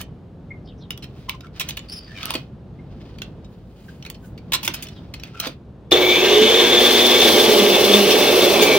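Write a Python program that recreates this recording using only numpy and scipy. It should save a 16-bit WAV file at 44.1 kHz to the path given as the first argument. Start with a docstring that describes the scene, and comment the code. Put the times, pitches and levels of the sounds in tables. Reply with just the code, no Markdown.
"""An electric tiller snaps on: its pinion whines up through the ring of the gear case, then sags as the
tines bite dry soil and throw grit. Before it starts, the machine is shifted about a backyard: contacts
set its frame ringing, soil crunches under it, and dry joints squeak by stick-slip friction.
A bird chirps, a distant town rumbles underneath, and walls and fence return a short echo."""
import sys
import numpy as np
from scipy import signal
from scipy.fft import rfft, irfft, next_fast_len
from scipy.io import wavfile
from scipy.ndimage import map_coordinates

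SR = 44100
rng = np.random.default_rng(int(sys.argv[2]) if len(sys.argv) > 2 else 0)


def materialize(psi):
    """Save the field psi as 16-bit PCM at rate SR to the path in sys.argv[1].

    A 1-D psi becomes a single channel; in a 2-D psi each row is a channel.
    """
    bounded = np.clip(np.atleast_2d(psi).T, -1, 1)
    quanta = np.round(bounded * 32767).astype(np.int16)
    wavfile.write(sys.argv[1], SR, quanta)


N = 387190

# Likeness of the two ears: (frequency [Hz], coherence [0-1])
EAR_COHERENCE = [(400, 0.99), (700, 1), (1290, 0.23), (2380, 1), (3500, 1), (5000, 0.12), (8000, 0.63),
                 (14000, 0.033)]
# Balance of the ears: (frequency [Hz], left minus right [dB])
EAR_BALANCE = [(60, -5), (110, 3), (200, 0), (380, -1.5), (700, -5), (1290, -1.5), (2380, 0), (4400, 3),
               (8120, 1), (15000, -3)]
# Reverberation of the yard: (frequency [Hz], 60 dB decay time [s])
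YARD_DECAY = [(200, 0.14), (3000, 0.19), (12000, 0.051)]

# Spectra of the noise sources: (frequency [Hz], relative level [dB])
TOWN_SPECTRUM = [(13, -68), (22, -30.5), (49, -4.5), (90, -4), (169, -4), (263, -11.5), (398, -16),
                 (432, -16.5), (1540, -39), (2140, -46.5), (2980, -47), (3810, -49.5), (8000, -67),
                 (16000, -80)]
SCRAPE_SPECTRUM = [(400, -31.5), (650, 3), (900, -6.5), (1250, 3.5), (1900, 1), (2600, 1), (3800, -2),
                   (5000, 0.5), (7500, -24), (14000, -36), (16000, -7.5)]
BUMP_SPECTRUM = [(100, -27.5), (200, -8), (280, 6), (400, -9.5), (600, -7), (900, -20), (2000, -35)]
CONTACT_SPECTRUM = [(500, -39.5), (1500, -9), (2600, -0.5), (4200, -4.5), (6000, -10.5), (7500, -8.5),
                    (12000, -19)]
KNOCK_SPECTRUM = [(200, -29.5), (600, -23.5), (1000, 7.5), (1400, -10), (2500, -2.5)]
SNAP_SPECTRUM = [(3000, -43.5), (6500, 6), (9000, 3.5), (12000, 1.5), (14500, 2), (16000, 10.5)]
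GRIT_SPECTRUM = [(2350, -21.5), (4000, -2.5), (4870, -6), (5670, -6), (7230, -18.5), (8750, -10.5),
                 (9770, -17), (10600, -10), (12300, -14.5), (14000, -10), (16000, -12)]
THUD_SPECTRUM = [(70, -36), (120, -21.5), (170, -14.5), (220, 0), (280, -3), (340, -5), (600, -38.5)]
SPARK_SPECTRUM = [(7000, -35), (10500, -10), (12500, -8), (14500, 1), (16000, -5)]
HOOD_SPECTRUM = [(150, -47), (260, -16), (416, 1), (514, -7), (595, -5), (679, -14), (822, -11.5),
                 (938, -19.5), (1140, -17.5), (1500, -26.5), (1950, -50), (3300, -120)]
CHATTER_SPECTRUM = [(500, -46.5), (900, -3.5), (1150, -8.5), (1450, -10.5), (1900, -5), (2250, -2.5),
                    (2800, -5), (3400, 5), (3900, -11), (4800, -14), (5400, -15.5), (6400, -9),
                    (7300, -38.5), (12000, -55)]

# Resonances of far machinery and of the tiller: (frequency [Hz], bandwidth [Hz], relative level [dB])
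DRONE_MODES = [(56.3, 3.5, -1.5), (128.6, 2.3, 4)]
FRAME_MODES = [(1330, 26, -2.5), (2480, 70, 0.5), (2700, 130, 0.5), (3050, 150, 5), (3520, 110, 2),
               (4450, 80, -14), (5500, 200, -2)]
HOOD_MODES = [(1020, 16, 1.5), (1100, 40, -5.5), (920, 46, 3), (1420, 70, -6), (605, 44, -5)]
HOUSING_MODES = [(735, 12, -3), (1171, 26, -6), (1610, 22, -4.5), (1786, 45, -9.5), (2172, 28, -5.5),
                 (2249, 29, -3.5), (2336, 28, -9.5), (2563, 32, -4.5), (2676, 70, -9.5), (2990, 11, -1.5),
                 (3204, 40, -6.5), (4106, 46, -5.5), (4530, 25, -7.5), (5230, 120, -14.5), (6470, 53, -14)]
GEAR_CASE_MODES = [(3540, 28, 26), (3605, 36, 21), (3605, 35, 16.5), (3430, 50, 13)]

# Bird chirps: (time [s], starting pitch [Hz], level [dB])
BIRD_CHIRPS = [(.668, 3650, -55.5), (0.8, 4100, -56), (4.945, 3900, -56)]
# Notes within a chirp: (delay [s], pitch [ratio], relative level [dB])
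CHIRP_VOICES = [(0, 1, 1), (-.002, .87, 0), (-0.024, 1.44, -8), (-0.026, 1.29, -9)]
# Nearly level bird notes: (time [s], length [s], pitch [Hz], level [dB])
BIRD_PEEPS = [(.504, 0.024, 2127, -34.5), (2.785, 0.026, 2120, -54)]
# Slipping dry joints: (time [s], length [s], pitch [Hz], level [dB])
JOINT_SQUEAKS = [(1.281, 0.036, 1051, -34.5), (1.333, 0.045, 1044, -43), (1.43, 0.053, 1380, -47),
                 (1.884, 0.04, 4860, -37), (1.907, 0.074, 5280, -34.5), (1.938, 0.093, 5100, -36.5),
                 (1.99, 0.18, 4840, -52), (2.072, 0.14, 1815, -49), (2.144, 0.11, 2420, -41.5),
                 (2.15, 0.12, 3080, -48), (2.16, .09, 3760, -50), (2.235, 0.066, 2850, -43),
                 (2.17, 0.074, 1660, -48), (2.212, 0.14, 1297, -41), (3.881, 0.029, 1600, -47),
                 (4.229, 0.046, 1530, -52), (5.328, 0.17, 1373, -44), (5.35, 0.1, 2530, -46),
                 (5.42, 0.084, 676, -43)]
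# Shoves over the soil: (peak time [s], 60 dB rise [s], 60 dB fall [s], crunch [dB], sand [dB])
SOIL_SHOVES = [(0.01, 0.18, 0.059, -38, -38), (1.19, 0.33, 0.55, -54, -61), (1.57, 0.093, 1.15, -48, -60),
               (2.3, 0.6, 0.31, -36, -65), (3.04, 0.84, 1.3, -58, -74), (3.53, 0.23, .25, -66, -66),
               (3.88, 0.85, 1, -57.5, -57), (4.26, 0.18, 0.19, -63.5, -51.5),
               (4.68, 0.54, 1.18, -44.5, -56), (5.27, 0.21, 0.2, -47, -83), (5.46, 0.21, 0.15, -30.5, -50)]
# The tines drop on the soil: (time [s], level [dB])
TINE_DROPS = [(2.35, -25), (4.677, -28), (5.467, -25)]
# Contacts on the frame, by handling and later by stones:
# (time [s], strength [dB], relative knock [dB], relative snap [dB], ring pitch [Hz], scuff length [s])
FRAME_CONTACTS = [(0.013, -23.5, -23, 3, 3090, 0.0039), (0.9057, -13.5, -39, -4.5, 2970, 0.0028),
                  (0.975, -30, -6, -14, 3440, .004), (1.023, -22, -31, -31, 3150, 0.017),
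                  (1.041, -22, -25, -14, 2700, 0.0052), (1.295, -9, -14.5, -13, 2290, 0.0012),
                  (1.407, -24.5, -38, -16, 2710, .003), (1.469, -36, -33, -16, 2260, 0.0035),
                  (1.562, -35, -25, -20, 3100, .003), (1.596, -9.5, -32, -3, 3470, 0.01),
                  (1.6047, -5, -21, -32, 2563, 0.014), (1.6855, -13.5, -14, -2.5, 3460, 0.014),
                  (1.706, -15.5, -23, -24, 2970, .005), (1.7692, -14.5, -12.5, -16, 2990, 0.0084),
                  (1.791, -22.5, -30, -25, 3650, 0.0045), (2.23, -15, -28, -13, 2700, 0.002),
                  (2.256, -11.5, -13, -5, 2990, 0.00088), (2.306, -14.5, -6, 0, 2800, 0.0008),
                  (2.337, -12.5, -11, -15, 3010, 0.01), (2.3517, -8.5, -30, -22, 2535, .006),
                  (3.184, -25.5, -35, -19, 2470, .005), (3.2182, -13, -24, -19, 2750, 0.0033),
                  (3.444, -38.5, -40, -20, 3830, 0.01), (4.025, -27.5, -32, -17, 3050, 0.0046),
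                  (4.05, -22, -38, -17, 2250, .004), (4.0604, -20, -30, -17, 2530, 0.0085),
                  (4.1, -22.5, -12, 1.5, 2700, 0.0039), (4.143, -30.5, -35, -23, 3150, 0.013),
                  (4.376, -28.5, -39, -17, 2360, 0.011), (4.52, -6.5, -16, -16.5, 3090, 0.0075),
                  (4.532, -0.5, -9.5, -29, 4020, 0.015), (4.545, -5, -12.5, -25, 2870, 0.013),
                  (4.629, -16, -11, -2, 3400, 0.016), (4.646, -12, -20, 0, 2980, 0.018),
                  (4.677, -5, -11, -14.5, 2850, 0.0034), (4.737, -12.5, -22, -1.5, 2570, 0.015),
                  (4.765, -24.5, -30, -25, 3000, 0.0054), (4.823, -18, -33, 0.5, 3580, 0.014),
                  (4.868, -25, -25, -20, 2990, 0.0054), (4.885, -24, -25, -25, 3600, 0.0066),
                  (5.1381, -14.5, -28.5, -31, 2570, 0.0062), (5.197, -26.5, -35, -17, 3000, 0.0055),
                  (5.235, -18.5, -38, -10, 3400, 0.0019), (5.271, -33, -30, -28, 2080, 0.011),
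                  (5.3994, -8, -37, -2, 2510, 0.0044), (5.469, -12, -16, -21, 2860, 0.0079),
                  (5.91, -9, -19, -13, 3660, 0.0076), (7.212, -0.5, -25, -10, 3740, .02),
                  (8.107, 1, -25, -10, 3270, .02), (8.616, 1, -29, -2.5, 3550, 0.033)]
# Modes of a struck part: (multiple of its ring pitch [ratio], level [dB], 60 dB decay time [s])
PART_MODES = [(.56, -9.5, 0.055), (1, -0.5, 0.047), (1.27, 2, 0.017), (1.68, 3, 0.015), (2.15, -9, 0.02)]
# Tines strike clods: (time [s], half-width [s], thud boost [dB], gear knock boost [dB], hood boost [dB])
CLOD_STRIKES = [(6.424, 0.033, 9.5, 3.5, -5), (7.28, 0.033, 2, 5, 1.5), (7.625, 0.095, 4, 11.5, -1),
                (7.99, 0.15, 1.5, 12.5, -1), (8.667, 0.11, 7.5, 2.5, 1.5)]
# Magnetic hum of the stator: (frequency [Hz], level [dB])
HUM_PARTIALS = [(359.6, -28), (484.3, -37), (120, -59)]
# How the housing radiates the pinion's whine: (frequency [Hz], gain [dB])
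WHINE_RESPONSE = [(1950, -36), (2130, -30), (2240, -15.5), (2345, -13.5), (2430, -25), (2600, -21.5),
                  (2790, -25.5), (2980, -21), (3150, -21.5), (3400, -23), (3530, -13.5), (3620, -17),
                  (3730, -33)]
# The motor spins up freely, then sags as the tines dig in: (time [s], speed [turns/s])
SHAFT_SPEED = [(5.92, 262), (6.1, 322), (6.2, 368), (6.3, 405), (6.5, 450), (6.7, 480), (6.85, 488),
               (7.0, 488), (7.15, 483), (7.3, 466), (7.46, 446), (7.6, 408), (7.75, 393), (7.9, 408),
               (8.02, 403), (8.14, 391), (8.5, 384), (8.69, 343), (8.78, 329)]
# Growth with shaft speed: (part [name], rise per doubling [dB])
DB_PER_DOUBLING = {"chatter": 6.5, "case": 8.5, "thud": 13.5, "grit": 10.5, "knock": 15}

START_S, SKIM_S, DIG_S = 5.918, 6.79, 7.25  # the switch closes; the tines touch the soil; they dig in
PINION_TEETH, RUNNING_HZ, TORQUE_PULSE_HZ = 7, 453, 120  # the torque pulses every mains half cycle


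def amp(db):
    """Amplitude grows tenfold every 20 dB."""
    return 10 ** (np.asarray(db) / 20)


def unit(x):
    """Normalisation to an rms of 1."""
    return x / np.sqrt(np.mean(x ** 2) + 1e-20)


def clock():
    """Uniform sampling: the time of each sample in seconds."""
    return np.arange(N) / SR


def along(points, hz):
    """Interpolation of (frequency, value) points on a logarithmic frequency axis."""
    f, v = np.transpose(sorted(points))
    return np.interp(np.log(hz + 1), np.log(f + 1), v)


def wobble(rate):
    """Smooth random modulation with rate knots a second."""
    knots = rng.standard_normal(int(N * rate / SR) + 4)
    return map_coordinates(knots, [np.arange(N) * rate / SR])


def swell(s, rise, fall):
    """Exponential growth and decay about a peak at s; rise and fall are the times for 60 dB."""
    t = clock() - s
    return amp(-60 * np.minimum(np.maximum(-t / rise, t / fall), 2))


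def impacts(rate, spread_db):
    """Shot noise: two independent trains of random impacts with log-normal sizes."""
    hit = rng.random((2, N)) < rate / SR
    return unit(hit * rng.choice([-1, 1], (2, N)) * amp(spread_db * rng.standard_normal((2, N))))


def filtered(x, response):
    """Linear filtering: the spectrum of x is multiplied by a frequency response."""
    size = next_fast_len(N + SR // 4, True)
    return irfft(rfft(x, size) * response(np.fft.rfftfreq(size, 1 / SR)), size)[..., :N]


def coloured(x, spectrum, size=2048):
    """Minimum-phase filtering: a causal kernel of unit energy imposes the spectrum."""
    level_db = np.maximum(along(spectrum, np.fft.rfftfreq(size, 1 / SR)), -90)
    cepstrum = irfft(np.log(amp(level_db)))
    cepstrum[1:size // 2] *= 2
    cepstrum[size // 2 + 1:] = 0
    kernel = irfft(np.exp(rfft(cepstrum)))
    return signal.oaconvolve(x, kernel[None] / np.linalg.norm(kernel), axes=1)[:, :N]


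def resonate(x, modes):
    """Modal superposition: x drives damped resonators in parallel, at unit energy gain."""
    def response(f):
        h = sum(amp(db) * 1j * f * width / (hz * hz - f * f + 1j * f * width) for hz, width, db in modes)
        return h / np.sqrt(np.mean(np.abs(h) ** 2))
    return filtered(x, response)


def resonance(hz, centre_hz, width_hz):
    """Forced response of a single mode, 1 at its centre."""
    return 1 / np.hypot(1, 2 * (hz - centre_hz) / width_hz)


def placed(pair, left_lag_s):
    """Interaural coherence, level and delay turn two signals into the tiller's stereo image."""
    def mid_side_gains(hz):
        turn = np.arccos(np.clip(along(EAR_COHERENCE, hz), 0, 1)) / 2
        return np.array([np.cos(turn), np.sin(turn)])

    def ear_gains(hz):
        ear = np.array([[.5], [-.5]])
        return amp(along(EAR_BALANCE, hz) * ear) * np.exp(-2j * np.pi * hz * left_lag_s * ear)

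    mid, side = filtered(pair, mid_side_gains)
    return filtered(np.array([mid + side, mid - side]), ear_gains)


def town():
    """Long waves reach both ears nearly alike: a far rumble with a low drone of machinery."""
    noise = rng.standard_normal((4, N))
    air = filtered(noise[:3], lambda hz: amp(along(TOWN_SPECTRUM, hz)))
    diffuse = filtered(air[1:], lambda hz: along([(100, 0.096), (600, 0.34), (3000, 1.0)], hz))
    rumble = amp(-39.5 + wobble(3.78)) * unit(air[0] + diffuse)
    return rumble + amp(-50.5) * unit(resonate(noise[3], DRONE_MODES))


def yard_echo(x):
    """Reverberation: reflections from walls and fence merge into a short, exponentially fading tail."""
    hz, t, noise = signal.stft(rng.standard_normal((2, SR // 2)), SR, nperseg=256)
    tail = signal.istft(noise * amp(-60 * t / along(YARD_DECAY, hz)[:, None]), SR, nperseg=256)[1]
    tail = np.pad(tail, ((0, 0), (SR // 200, 0)))  # 5 ms of travel
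    return signal.fftconvolve(x, tail / np.linalg.norm(tail[0]), axes=1)[:, :N]


def whistles(notes, fall, rough):
    """Frequency modulation: each note starts level, then bends ever faster by the share fall."""
    song = np.zeros(N)
    waver = 1 + rough * wobble(900)
    for s, length, hz, db in notes:
        u = np.linspace(0, 1, max(round(length * SR), 2))
        span = round(s * SR) + np.arange(len(u))
        pitch = hz * (1 - fall * u ** 3) * waver[span]
        song[span] += amp(db) * unit(u * (1 - u)) * np.sin(2 * np.pi * np.cumsum(pitch) / SR)
    return np.array([song, song])


def bird(chirp_s=.066):
    """Superposed glides: a chirp is two falling notes just behind a fainter, higher pair; peeps rise."""
    notes = [(s + delay, chirp_s, hz * ratio, db + voice_db)
             for s, hz, db in BIRD_CHIRPS for delay, ratio, voice_db in CHIRP_VOICES]
    chirps = unit(amp(4 * wobble(250))) * whistles(notes, fall=.25, rough=.04)
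    return chirps + whistles(BIRD_PEEPS, fall=-.05, rough=.025)


def squeaks(sag=0.034):
    """Stick-slip friction in dry joints: an unsteady tone over a rasp, richer when it is louder."""
    tone, rub = np.zeros((2, N))
    waver = wobble(900)
    for s, length, hz, db in JOINT_SQUEAKS:
        u = np.linspace(0, 1, max(round(length * SR), 2))
        span = round(s * SR) + np.arange(len(u))
        scatter_hz = (35 + .032 * hz) * waver[span]  # the pitch varies from slip to slip
        phase = 2 * np.pi * np.cumsum(hz * (1 - sag * u) + scatter_hz) / SR
        level = amp(db) * unit(u * (1 - u) ** 2)
        overtones = amp(19.5) * level * (np.sin(2 * phase) + amp(-9) * np.sin(3 * phase))
        tone[span] += level * (np.sin(phase) + overtones)
        rub[span] += level
    rasp = unit(coloured(impacts(900, 2.1), SCRAPE_SPECTRUM) + resonate(impacts(900, 2.8), FRAME_MODES))
    return (tone + amp(-12) * rub * rasp) * unit(amp(5 * wobble(260)))


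def crumbling(relative_db=-40, t60=0.25):
    """Exponential energy decay: the envelope of the crumbs that each contact shakes loose."""
    energy = np.zeros(N)
    for s, db, *_ in FRAME_CONTACTS:
        energy[round(s * SR)] += amp(db + relative_db) ** 2
    retained = amp(-60 / (t60 * SR)) ** 2
    return np.sqrt(signal.lfilter([1], [1, -retained], energy))


def dragging():
    """Granular noise: soil crunches under shoves and contacts, sand trickles, the tines bump down."""
    crumbs = amp(2.6 * wobble(56)) * impacts(1500, 2.6)
    crunch = amp(2) * unit(coloured(crumbs, SCRAPE_SPECTRUM))
    crunch += amp(-6.5) * unit(resonate(crumbs, FRAME_MODES))
    sand = unit(coloured(impacts(2500, 2.5), SNAP_SPECTRUM))
    shoved, trickle = sum(np.outer(amp(levels_db), swell(s, rise, fall))
                          for s, rise, fall, *levels_db in SOIL_SHOVES)
    shaken = crumbling()
    drops = sum(amp(db) * swell(s, 0.0017, 0.13) for s, db in TINE_DROPS)
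    bumps = drops * unit(coloured(impacts(4000, 0.82), BUMP_SPECTRUM))
    soil = np.hypot(shoved, shaken) * crunch + (trickle + amp(-7.5) * shaken) * sand + bumps
    return placed(soil, left_lag_s=-68e-6) * amp([[-1], [1]])


def contact_force(t, scuff_s, sharp_s=0.0035, rattle_t60=0.042):
    """Frictional impact: a burst of tiny slips and a fading rattle, with a crack if it is brief."""
    u = 3 * t / scuff_s
    envelope = u * np.exp(1 - u) + 0.08 * amp(-60 * t / rattle_t60) * (1 - np.exp(-u))
    slips = envelope * rng.standard_normal((2, len(t)))
    slips *= amp(3.5 * rng.standard_normal(len(t) // 16 + 1).repeat(16)[:len(t)])
    crack = 0.49 * np.exp(-scuff_s / sharp_s) * (t == t[np.argmax(envelope)])
    return slips / np.linalg.norm(slips, axis=1, keepdims=True) + crack


def clicks(mode_spread=.09):
    """Impact excitation: each contact rings the modes of the struck part, the frame and the hood."""
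    t = np.arange(SR // 5) / SR
    tracks = np.zeros((4, 2, N + SR))
    ratio, mode_db, t60 = np.transpose(PART_MODES)[:, :, None]
    for s, db, knock_db, snap_db, ring_hz, scuff_s in FRAME_CONTACTS:
        blow = amp(db + 12) * contact_force(t, scuff_s)
        # the side modes differ from part to part
        hz = ring_hz * ratio * (1 + mode_spread * (ratio != 1) * rng.standard_normal(ratio.shape))
        part = np.sum(amp(mode_db - 60 * t / t60) * np.sin(2 * np.pi * hz * t), axis=0)
        rung = signal.fftconvolve(blow, part[None] / np.linalg.norm(part), axes=1)[:, :len(t)]
        onset = round(s * SR)
        tracks[:, :, onset:onset + len(t)] += [blow, amp(knock_db) * blow, amp(snap_db) * blow, rung]
    blows, knocks, snaps, parts = tracks
    ring = amp(-12.5) * resonate(blows, FRAME_MODES) + amp(-4.5) * parts[:, :N]
    knock = amp(5.5) * coloured(knocks, KNOCK_SPECTRUM) + amp(-1.5) * resonate(knocks, HOOD_MODES)
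    click = amp(-7) * coloured(blows, CONTACT_SPECTRUM) + amp(6.5) * coloured(snaps, SNAP_SPECTRUM)
    return placed(ring + knock + click, left_lag_s=-68e-6) * amp([[-1.5], [1.5]])


def by_load(free, skimming, digging, settle_s=.04):
    """Three states of load, joined by ramps: the tines run free, skim the soil, then dig."""
    touched, dug = (np.clip((clock() - s) / settle_s + .5, 0, 1) for s in (SKIM_S, DIG_S))
    return free + (skimming - free) * touched + (digging - skimming) * dug


def spin_db(part, shaft_hz):
    """A power law: the level of a part rises with shaft speed, from 0 dB at running speed."""
    return DB_PER_DOUBLING[part] * np.log2(shaft_hz / RUNNING_HZ)


def clod_boosts():
    """Transient loading: each clod swells the thud, gear knock and hood in a Gaussian pulse of dB."""
    return sum(np.outer(boosts_db, np.exp(-((clock() - s) / half_width) ** 2))
               for s, half_width, *boosts_db in CLOD_STRIKES)


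def brush_sparks():
    """Arcing at the brushes: a high crackle that fades as the motor gains speed."""
    return amp(-29) * swell(6.05, rise=0.89, fall=2.5) * unit(coloured(impacts(6000, 2), SPARK_SPECTRUM))


def digging(age, shaft_hz, clod_db):
    """Random impacts: the tines thud through clods and fling sprays of grit against the hood."""
    spray = amp(1.4 * wobble(60)) * (impacts(3500, 2.1) + 0.18 * impacts(120, 2))
    airborne = 1 - np.exp(-age / 0.2)
    grit_db = by_load(-28, -22.5, -19) + spin_db("grit", shaft_hz)
    thud_db = by_load(-30.5, -32.5, -26.5) + spin_db("thud", shaft_hz) + clod_db
    grit = airborne * amp(grit_db) * unit(coloured(spray, GRIT_SPECTRUM))
    return grit + amp(thud_db) * unit(coloured(impacts(600, 2.4), THUD_SPECTRUM))


def stator_hum(age):
    """Magnetic forces make the stator hum, loudest during the inrush of current."""
    inrush = 1 + 1.45 * np.exp(-age / 0.35)
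    hum = sum(amp(db + 2 * wobble(10)) * np.sin(2 * np.pi * hz * clock() + .7 * wobble(18))
              for hz, db in HUM_PARTIALS)
    return np.sqrt(2) * inrush * hum


def hood_drumming(boost_db):
    """Panel radiation: the sheet hood over the tines drums under dense small impacts."""
    return amp(by_load(-19.5, -18.5, -16) + boost_db) * unit(coloured(impacts(2000, 2.26), HOOD_SPECTRUM))


def unbalance(angle, shaft_hz, boost_db):
    """Forced vibration: unbalance shakes the hood once a turn, through a resonance the soil damps."""
    level = amp(by_load(-10, -18.5, -17.5) + boost_db + 0.6 * wobble(25))
    hood = resonance(shaft_hz, centre_hz=424.6, width_hz=25)
    return level * hood * (np.sin(angle) + 0.055 * np.sin(2 * angle))


def gear_knock(angle, shaft_hz, clod_db):
    """A subharmonic: the loaded gears knock every second turn; a panel picks up the third harmonic."""
    stumble = .3 * wobble(30)
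    panel = amp(2.5) * resonance(1.5 * shaft_hz, centre_hz=580, width_hz=36)
    level_db = by_load(-36.5, -28, -30.5) + spin_db("knock", shaft_hz) + clod_db + 2.5 * wobble(22)
    return amp(level_db) * (np.sin(angle / 2 + stumble) + panel * np.sin(1.5 * angle + 2 * stumble))


def backlash(angle, shaft_hz, jolt_db):
    """Backlash impacts, bunched by each turn and torque pulse, rattle the housing and ring the case."""
    pulsing = 1 + 0.06 * np.cos(2 * np.pi * TORQUE_PULSE_HZ * clock())
    bunching = (1 + 0.12 * np.cos(angle)) * pulsing * amp(0.95 * wobble(55))
    chatter = amp(-3.5) * unit(coloured(bunching * impacts(5000, 3.5), CHATTER_SPECTRUM))
    chatter += amp(-6) * unit(resonate(bunching * impacts(3000, 6), HOUSING_MODES))
    chatter_db = by_load(-16, -16.5, -17) + spin_db("chatter", shaft_hz) + 0.53 * jolt_db
    churn_db = by_load(2, 1.5, 3.5) * wobble(28)  # the ring comes and goes, most under load
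    case_db = by_load(-18, -20, -23) + spin_db("case", shaft_hz) + jolt_db + churn_db
    case = unit(resonate(bunching * impacts(2500, 2), GEAR_CASE_MODES))
    return amp(chatter_db) * chatter + amp(case_db) * case


def pinion_whine(angle, ripple_rad=1.15):
    """Gear meshing: a tone at the tooth rate glides through the resonances of the housing."""
    mesh = PINION_TEETH * angle + by_load(.45, .45, .8) * wobble(400)  # the teeth meet unevenly
    swing = ripple_rad * np.sin(2 * np.pi * TORQUE_PULSE_HZ * clock())  # torque pulses add sidebands
    tone = np.array([amp(2.6 * wobble(140)) * np.sin(mesh + swing + 0.27 * wobble(90)) for _ in range(2)])
    radiated = filtered(unit(tone), lambda hz: amp(along(WHINE_RESPONSE, hz)))
    octave = filtered(np.sin(2 * mesh), lambda hz: resonance(hz, centre_hz=5680, width_hz=330))
    return amp(by_load(-2, -1.5, -3.5)) * (radiated + amp(-31) * octave)


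def tiller(switch_s=0.0016):
    """Rotating machinery: once the switch closes, one shaft sets the pitch of whine, shake and knock."""
    age = np.maximum(clock() - START_S, 0)
    shaft_hz = np.interp(clock(), *np.transpose(SHAFT_SPEED))
    angle = 2 * np.pi * np.cumsum(shaft_hz * (1 + .003 * wobble(35))) / SR
    jolt_db = 14.5 * np.exp(-age / 0.028)  # the motor's first kick shakes hood and gear case
    thud_db, knock_db, hood_db = clod_boosts()
    machine = pinion_whine(angle) + backlash(angle, shaft_hz, jolt_db)
    machine += hood_drumming(hood_db + 0.44 * jolt_db)
    machine[0] += (unbalance(angle, shaft_hz, 0.6 * knock_db)  # low tones feed only the mid signal
                   + gear_knock(angle, shaft_hz, knock_db) + stator_hum(age))
    machine += digging(age, shaft_hz, thud_db) + brush_sparks()
    power = np.clip(age / switch_s, 0, 1)
    return placed(power * machine, left_lag_s=40e-6)


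def scene():
    """Superposition: the direct sounds, their reflections in the yard, and the town."""
    handling = clicks() + dragging() + squeaks()
    song = bird()
    machine = tiller()
    echo = yard_echo(amp(-15.5) * machine + amp(-11.5) * handling + amp(-11) * song)
    return machine + handling + song + echo + town()


def record(dry):
    """Soft saturation rounds the loudest peaks, and a low-pass filter limits the band."""
    ceiling, top_hz = .88, 15900
    rounded = dry / (1 + np.abs(dry / ceiling) ** 6) ** (1 / 6)
    return filtered(rounded, lambda hz: np.clip((top_hz - hz) / 400 + .5, 0, 1))


dry = scene()
out = record(dry)
materialize(out)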